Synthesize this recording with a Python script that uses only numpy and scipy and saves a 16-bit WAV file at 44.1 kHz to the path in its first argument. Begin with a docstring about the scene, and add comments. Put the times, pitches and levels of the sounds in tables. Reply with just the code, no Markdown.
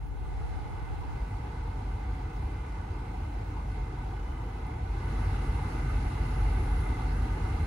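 """A car heater blower heard from the front seat while the engine idles.
At once the fan speeds up: shaped noise makes the air's rush, roar, rumble and high hiss, and sine waves the motor whine.
The engine booms as low tones, a vent edge whistles breathily, and a very faint high noise band rises and falls in level.
After a second the bass starts to draw to the centre. Near 4.7 s the fan button ticks, then the fan speeds up again.
Two microphones hear the vents over paths of different length."""
import sys
import numpy as np
from scipy import signal
from scipy.fft import rfft, irfft, next_fast_len
from scipy.io import wavfile

SR = 44100
rng = np.random.default_rng(int(sys.argv[2]) if len(sys.argv) > 2 else 0)


def wav_record(signal):
    """Record a signal, one row per channel, as 16-bit PCM in the file named by sys.argv[1]."""
    frames = np.transpose(np.atleast_2d(signal))
    bounded = np.clip(frames, -1, 1)
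    # unit amplitude maps onto the largest positive 16-bit level
    quanta = np.round(bounded * 32767).astype(np.int16)
    wavfile.write(sys.argv[1], SR, quanta)


N = 337806   # length in samples
SPIN_UP_S = 0.095   # lag of the heavy fan wheel
# level at the middle speed in dB, then dB gained per dB of fan speed
RUSH_LAW = (-51.5, 3.48)

# Presses of the fan button. Each row: start in seconds, commutator rate reached in Hz.
FAN_STEPS = [(0.07, 199.4), (4.83, 236.2)]
# Sound common to both microphones. Each row: frequency in Hz, share of the power (0-1).
SHARED_SOUND = [(50, 0.02), (150, 0.08), (200, 0.07), (330, 0.01), (400, 0.7), (470, .8), (550, .55),
                (620, .78), (710, .88), (810, .78), (880, .85), (1000, .74), (1080, .48), (1240, .55),
                (1325, .1), (1380, .55), (1470, .88), (1590, .12), (1710, .5), (1840, .3), (1910, .5),
                (1970, .2), (2120, .68), (2270, .35), (2440, .1), (2620, .4), (2900, .3), (4000, 0.14),
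                (4800, 0.1), (7000, 0.1), (8400, 0.57)]


def from_db(db):
    """Turn decibels into a gain."""
    return 10 ** (np.asarray(db) / 20)


def rms_one(x):
    """Scale to an average (rms) level of 1."""
    return x / np.sqrt(np.mean(x ** 2) + 1e-20)


def at_hz(points, hz):
    """Read a table's second column at given frequencies, on a log-frequency axis."""
    table = np.array(points)
    return np.interp(np.log(hz), np.log(np.maximum(table[:, 0], 1)), table[:, 1])


def by_law(law, fan_db):
    """Level in dB of a sound that grows as a power of fan speed."""
    return law[0] + law[1] * fan_db


def drift(rate):
    """Slow random wandering of spread 1: noise smoothed twice, with its corner at the rate in Hz."""
    step = 40   # samples between the slow points
    r = np.exp(-2 * np.pi * rate * step / SR)
    noise = rng.standard_normal(N // step + 2002)
    slow = signal.lfilter([1], [1, -2 * r, r * r], noise)[2000:]   # drop the filter's start
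    return np.interp(np.arange(N) / step, np.arange(len(slow)), rms_one(slow))


def fan_rate():
    """Commutator rate in Hz: each press sets a new speed, and the wheel eases towards it through a double lag."""
    t = np.arange(N) / SR
    last_hz = 160   # before the first press
    rate_hz = last_hz
    for start_s, hz in FAN_STEPS:
        after = np.maximum(t - start_s, 0) / SPIN_UP_S
        eased = 1 - (1 + after) * np.exp(-after)
        rate_hz = rate_hz + (hz - last_hz) * eased
        last_hz = hz
    return rate_hz


def two_microphones(common, own, colour_db, likeness):
    """A common sound reaches both sides with a phase lead; each side adds a sound of its own where given."""
    # Phase lead of the left. Each row: frequency in Hz, lead in radians.
    left_lead = [(150, 0), (190, 3.1), (330, 3.1), (390, 0), (470, 0), (550, 1.1), (680, 3.3), (850, 6.4),
                 (950, 7), (1025, 8.2), (1070, 9.7), (1240, 12.3), (1300, 12.9), (1365, 14.9), (1430, 13),
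                 (1540, 13), (1600, 15.5), (1690, 17.2), (1880, 14.8), (1940, 15.5), (2000, 18.4),
                 (2080, 17.7), (2360, 18.8), (2750, 16.2), (3600, 18.2), (4600, 19.2), (5000, 21),
                 (5600, 23.4), (6500, 24.2), (8300, 22), (8800, 22), (10400, 18.85), (11700, 18.85),
                 (12500, 15.7)]
    # Balance of the sides. Each row: frequency in Hz, left minus right in dB.
    balance = [(400, -.5), (800, -0.5), (890, -2.5), (960, -1), (1310, -3.5), (1430, 2), (1590, -5),
               (1800, 3), (2040, -1), (2110, -4.5), (2290, -3), (2340, -1.5), (4200, -2.5), (5500, -3.5),
               (6500, 1), (8050, -3), (8400, 0)]
    size = next_fast_len(N)
    hz = np.maximum(np.arange(common.shape[-1]) * SR / size, 1)
    shared = np.clip(at_hz(likeness, hz), 0, 1)
    side = np.array([[0.5], [-0.5]])   # half of each difference goes to each side
    lead = np.interp(hz, *np.transpose(left_lead))
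    arriving = common * np.exp(1j * side * lead)
    mixed = np.sqrt(shared) * arriving + np.sqrt(1 - shared) * own
    gain = from_db(colour_db(hz) + side * at_hz(balance, hz))
    return irfft(mixed * gain, size)[:, :N]


def gusty_noise(gust_db, gust_hz):
    """Three white noises whose frequency bands swell and sink on their own."""
    bands, size = 24, next_fast_len(N)
    hz, s, cells = signal.stft(rng.standard_normal((3, size)), SR, nperseg=1024)
    frames = np.minimum(s * SR, N - 1).astype(int)
    gusts = np.array([drift(gust_hz)[frames] for _ in range(bands)])
    octaves = np.log2(np.maximum(hz, 30) / 30)   # the bands share 9 octaves from 30 Hz up
    band = np.clip(octaves / 9 * bands, 0, bands - 1).astype(int)
    return signal.istft(cells * from_db(gust_db * gusts[band]), SR, nperseg=1024)[1][:, :size]


def air(spectrum, likeness, gust_db, gust_hz):
    """Noise coloured by a spectrum with narrow peaks and dips, gusting slightly; rms 1."""
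    # Peaks (+) and dips (-) in the spectrum. Each row: frequency in Hz, width in Hz, height in dB.
    peaks_and_dips = [(459.4, 82, 7.5), (546, 47, -9.5), (741, 138, 8), (865, 55, 4.5), (1153, 120, 5),
                      (1346, 29, 1.5), (1494, 46, 6), (1790, 43, -8.5), (1810, 82, 3.5), (2059, 32, 11),
                      (2190, 93, 4), (2650, 380, 7), (4080, 290, 3.5), (5400, 85, 0.5), (6400, 66, 7),
                      (7560, 120, -13), (7800, 60, 1), (7870, 70, -8), (8100, 40, 4), (8150, 54, 9.5),
                      (9100, 120, 8), (9280, 60, 2)]
    common, *own = rfft(gusty_noise(gust_db, gust_hz))

    def colour_db(hz):
        """Spectrum plus peaks and dips, falling 40 dB per octave outside the spectrum."""
        octaves_out = np.log2(hz / np.clip(hz, spectrum[0][0], spectrum[-1][0]))
        detail = sum(db / (1 + (2 * (hz - at) / width) ** 2) for at, width, db in peaks_and_dips)
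        return at_hz(spectrum, hz) + detail - 40 * abs(octaves_out)

    return rms_one(two_microphones(common, np.array(own), colour_db, likeness))


def air_rush(fan_db):
    """Air rushes from the vents and overshoots after the last press, then settles."""
    # Each row: frequency in Hz, level in dB per Hz.
    spectrum = [(430, -19.5), (520, 1), (660, -0.5), (800, -17.5), (1050, -2.5), (1300, 1.5), (1800, -3.5),
                (2500, -12), (3500, -14.5), (5000, -17.5), (6500, -24), (7600, -23), (8200, -25)]
    surge_db, surge_peak_s = 0.77, 0.58   # the peak comes this long after the press
    after = np.maximum(np.arange(N) / SR - FAN_STEPS[-1][0], 0) / surge_peak_s
    surge = surge_db * np.e * after * np.exp(-after)
    level_db = by_law(RUSH_LAW, fan_db) + surge
    return from_db(level_db) * air(spectrum, SHARED_SOUND, gust_db=1.04, gust_hz=10.2)


def duct_roar(fan_db):
    """Air roars in the ducts, weakening faster with fan speed below the middle setting."""
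    # Each row: frequency in Hz, level in dB per Hz.
    spectrum = [(170, -24), (250, -3), (330, 1), (450, -7), (520, -8), (660, -6.5), (760, -4), (1000, -3.5),
                (1200, -18.5)]
    level_db = by_law((-46, 2.2), fan_db) + 1 * np.minimum(fan_db, 0)   # 1 dB more lost per dB of speed
    return from_db(level_db) * air(spectrum, SHARED_SOUND, gust_db=1.42, gust_hz=8.5)


def cabin_rumble(fan_db):
    """Turbulence rumbles in the cabin and mostly grows above the middle setting."""
    # Each row: frequency in Hz, level in dB per Hz.
    spectrum = [(14, -40), (25, -20), (33, -9), (42, -4.5), (60, 2.5), (95, -1.5), (120, -6.5),
                (160, -12.5), (200, -21), (300, -20.5)]
    above, below = np.maximum(fan_db, 0), np.minimum(fan_db, 0)
    level_db = by_law((-35, 3.44), above) + 1.1 * below
    return from_db(level_db) * air(spectrum, SHARED_SOUND, gust_db=0.27, gust_hz=4.4)


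def swell_upper_band(hiss):
    """One band of the hiss comes up with the higher speed, grows slowly and drops back quickly."""
    # Extra level of the upper hiss. Each row: time in seconds, level in dB.
    swell = [(4.75, 4), (5.15, 7.5), (5.9, 7), (6.3, 8.5), (6.84, 11), (6.92, 6)]
    gain = from_db(np.interp(np.arange(N) / SR, *np.transpose(swell)))
    band_filter = signal.butter(2, (9380, 11270), "band", fs=SR, output="sos")   # edges in Hz
    return hiss + (gain - 1) * signal.sosfilt(band_filter, hiss)


def high_hiss(fan_db):
    """High hiss: a steady background part, and an air part that grows steeply with fan speed."""
    # Each row: frequency in Hz, level in dB per Hz.
    spectrum = [(4300, -24), (5500, -8), (7200, 0), (7600, -2), (8000, -3), (8250, 4), (8700, 5.5),
                (9400, -1), (10300, -5.5), (10900, -8.5), (12000, -1.5), (12300, -9), (12900, -6),
                (13900, -8), (14500, -26)]
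    # Hiss common to both microphones. Each row: frequency in Hz, share of the power (0-1).
    likeness = [(7000, .1), (7900, .6), (8400, .95), (9000, .95), (9600, .7), (10300, .75), (10500, 1),
                (11650, 1), (12000, .45), (12500, .9), (12800, 1)]
    background, moving_air = from_db(-71.5), from_db(by_law((-74.5, 7.2), fan_db))
    level = np.hypot(background, moving_air)   # the powers add
    return swell_upper_band(level * air(spectrum, likeness, gust_db=1, gust_hz=15.0))


def whistle(fan_db):
    """A vent edge whistles breathily: narrow noise round a wandering centre, partly different on the two sides."""
    centre_hz, width_hz, wander_hz = 2055, 102, 30
    low_pass = signal.butter(2, width_hz / 2, fs=SR)
    slow = signal.lfilter(*low_pass, rng.standard_normal((2, 3, N)))
    phase = 2 * np.pi * np.cumsum(centre_hz + wander_hz * drift(4.0)) / SR
    tone = rms_one(slow[0] * np.sin(phase) + slow[1] * np.cos(phase))
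    level = from_db(by_law((-63.5, 4.7), fan_db))
    common, *own = rfft(tone * level, next_fast_len(N))
    return two_microphones(common, np.array(own), np.zeros_like, SHARED_SOUND)


def motor(load_db):
    """Brush contacts give overtones of the commutator rate, uneven round the shaft; the hum grows fastest with load."""
    # Overtones as the motor housing passes them. Each row: frequency in Hz, level in dB before load and wobble.
    housing = [(2000, -97), (2360, -86), (2400, -72), (2490, -72), (2600, -81), (2790, -83), (2835, -75.5),
               (2990, -76), (3070, -86), (3200, -81), (3300, -90), (3390, -82), (3700, -87), (4200, -87),
               (4500, -94), (4790, -88), (5000, -96), (5200, -91), (6400, -92), (7300, -99), (8030, -90),
               (8300, -99), (9500, -102)]
    # Uneven contacts. Each row: times per shaft turn, depth as a share of the level.
    unevenness = [(1, .55), (2, .55)]
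    segments = 6   # brush contacts per turn of the shaft
    rate_hz = fan_rate()
    turns = np.cumsum(rate_hz * (1 + 0.0005 * drift(3.5))) / SR   # cycles of the commutator rate
    hum_db = -64 + 0.9 * load_db + 2.5 * drift(3)   # load is added once more at the end
    hum = from_db(hum_db) * np.sin(2 * np.pi * turns)
    coarse = np.arange(0, N, 64)   # levels change slowly, so every 64th sample is enough
    whine = 0
    for k in range(8, 48):
        level_db = at_hz(housing, k * rate_hz[coarse]) + 3.5 * drift(2)[coarse]   # wavers by 3.5 dB
        level = np.interp(np.arange(N), coarse, from_db(level_db))
        whine += level * np.sin(2 * np.pi * (k * turns + rng.random()))
    wobble = 1
    for times, depth in unevenness:
        wobble = wobble + depth * np.sin(2 * np.pi * (times * turns / segments + rng.random()))
    return (hum + wobble * whine) * from_db(load_db)   # heard alike on both sides


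def engine(load_db):
    """The firing order booms in the cabin as a near-pure tone over a weaker crank order, one side a little early."""
    # Each row: multiple of the firing rate, level in dB relative to the boom.
    orders = [(2 / 3, -22), (0.99, 0)]
    hz = 47.85 - 0.2 * load_db   # the idle firing rate sags as the load grows
    turns = np.cumsum(hz * (1 + 0.012 * drift(20.0))) / SR
    early = np.array([[0.3], [-0.3]])   # radians
    tone = sum(from_db(db) * np.sin(2 * np.pi * k * turns + early) for k, db in orders)
    level_db = by_law((-40.5, 4.5), load_db) + 2.6 * drift(5)   # wavers by 2.6 dB
    return np.sqrt(2) * from_db(level_db) * tone


def button():
    """The plastic of the fan button ticks faintly: a short soft-edged ring."""
    # Each row: frequency in Hz, level in dB.
    ring_tones = [(8600, -58), (11200, -57), (13300, -59)]
    press_s, rise_s, t60_s = 4.667, 0.001, 0.015   # t60: time to fall by 60 dB
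    after = np.maximum(np.arange(N) / SR - press_s, 0)
    ring = sum(from_db(db) * np.sin(2 * np.pi * hz * after) for hz, db in ring_tones)
    tick = ring * np.minimum(after / rise_s, 1) * from_db(-60 * after / t60_s)
    all_shared = [(20, 1), (20000, 1)]
    return two_microphones(rfft(tick, next_fast_len(N)), 0, np.zeros_like, all_shared)


def faint_high_band():
    """A very faint noise band at 14.8-15.7 kHz, alike on both sides, whose level rises and falls every 1.02 s."""
    period_s, loudest_s = 1.02, 0.19
    band_filter = signal.butter(6, (14800, 15700), "band", fs=SR, output="sos")   # edges in Hz
    band = signal.sosfilt(band_filter, rng.standard_normal(N))
    rise_and_fall_db = 5.5 * np.cos(2 * np.pi * (np.arange(N) / SR - loudest_s) / period_s)
    return from_db(-90 + rise_and_fall_db + 3.0 * drift(9.0)) * rms_one(band)   # the drift flickers


def scene():
    """Air, motor and engine follow the fan speed; the button and the faint high band do not."""
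    fan_db = 20 * np.log10(fan_rate() / FAN_STEPS[0][1])   # speed above the middle setting
    noises = air_rush(fan_db) + duct_roar(fan_db) + cabin_rumble(fan_db) + high_hiss(fan_db)
    machines = motor(RUSH_LAW[1] * fan_db) + engine(np.maximum(fan_db, 0))
    return noises + whistle(fan_db) + machines + button() + faint_high_band()


def centre_bass(x):
    """The bass starts wide; then, below a rising edge, the left-right difference fades and the centre gains."""
    # Power the centre gains in its place. Each row: frequency in Hz, share of its power.
    centre_gain = [(100, 0.77), (170, 0.91), (220, 1.76), (330, 1.63), (420, 0.32)]
    wide_until_s, edge_from_hz, edge_to_hz, edge_rise_s = 1.15, 254, 557, 6.1
    edge_width_hz = 25   # softness of the edge
    hz, s, (mid, side) = signal.stft([x[0] + x[1], x[0] - x[1]], SR, nperseg=2048)
    since = s - wide_until_s
    edge_hz = edge_to_hz - (edge_to_hz - edge_from_hz) * np.exp(-since / edge_rise_s)
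    below_edge = np.clip((edge_hz - hz[:, None]) / edge_width_hz, -40, 40)
    kept = np.where(since < 0, 1, 1 / (1 + np.exp(below_edge)))
    gained = np.interp(hz, *np.transpose(centre_gain))[:, None] * (1 - kept ** 2)
    mid = mid * np.sqrt(1 + gained)
    mid, side = signal.istft([mid, side * kept], SR, nperseg=2048)[1][:, :N]
    return np.array([mid + side, mid - side]) / 2


def record(dry):
    """The bass is drawn to the centre, the start fades in, the top is cut steeply."""
    fade_in_s, cutoff_hz = 0.005, 15800
    faded = centre_bass(dry) * np.minimum(np.arange(N) / SR / fade_in_s, 1)
    return signal.sosfilt(signal.ellip(12, 0.5, 70, cutoff_hz, fs=SR, output="sos"), faded)


dry = scene()
out = record(dry)
wav_record(out)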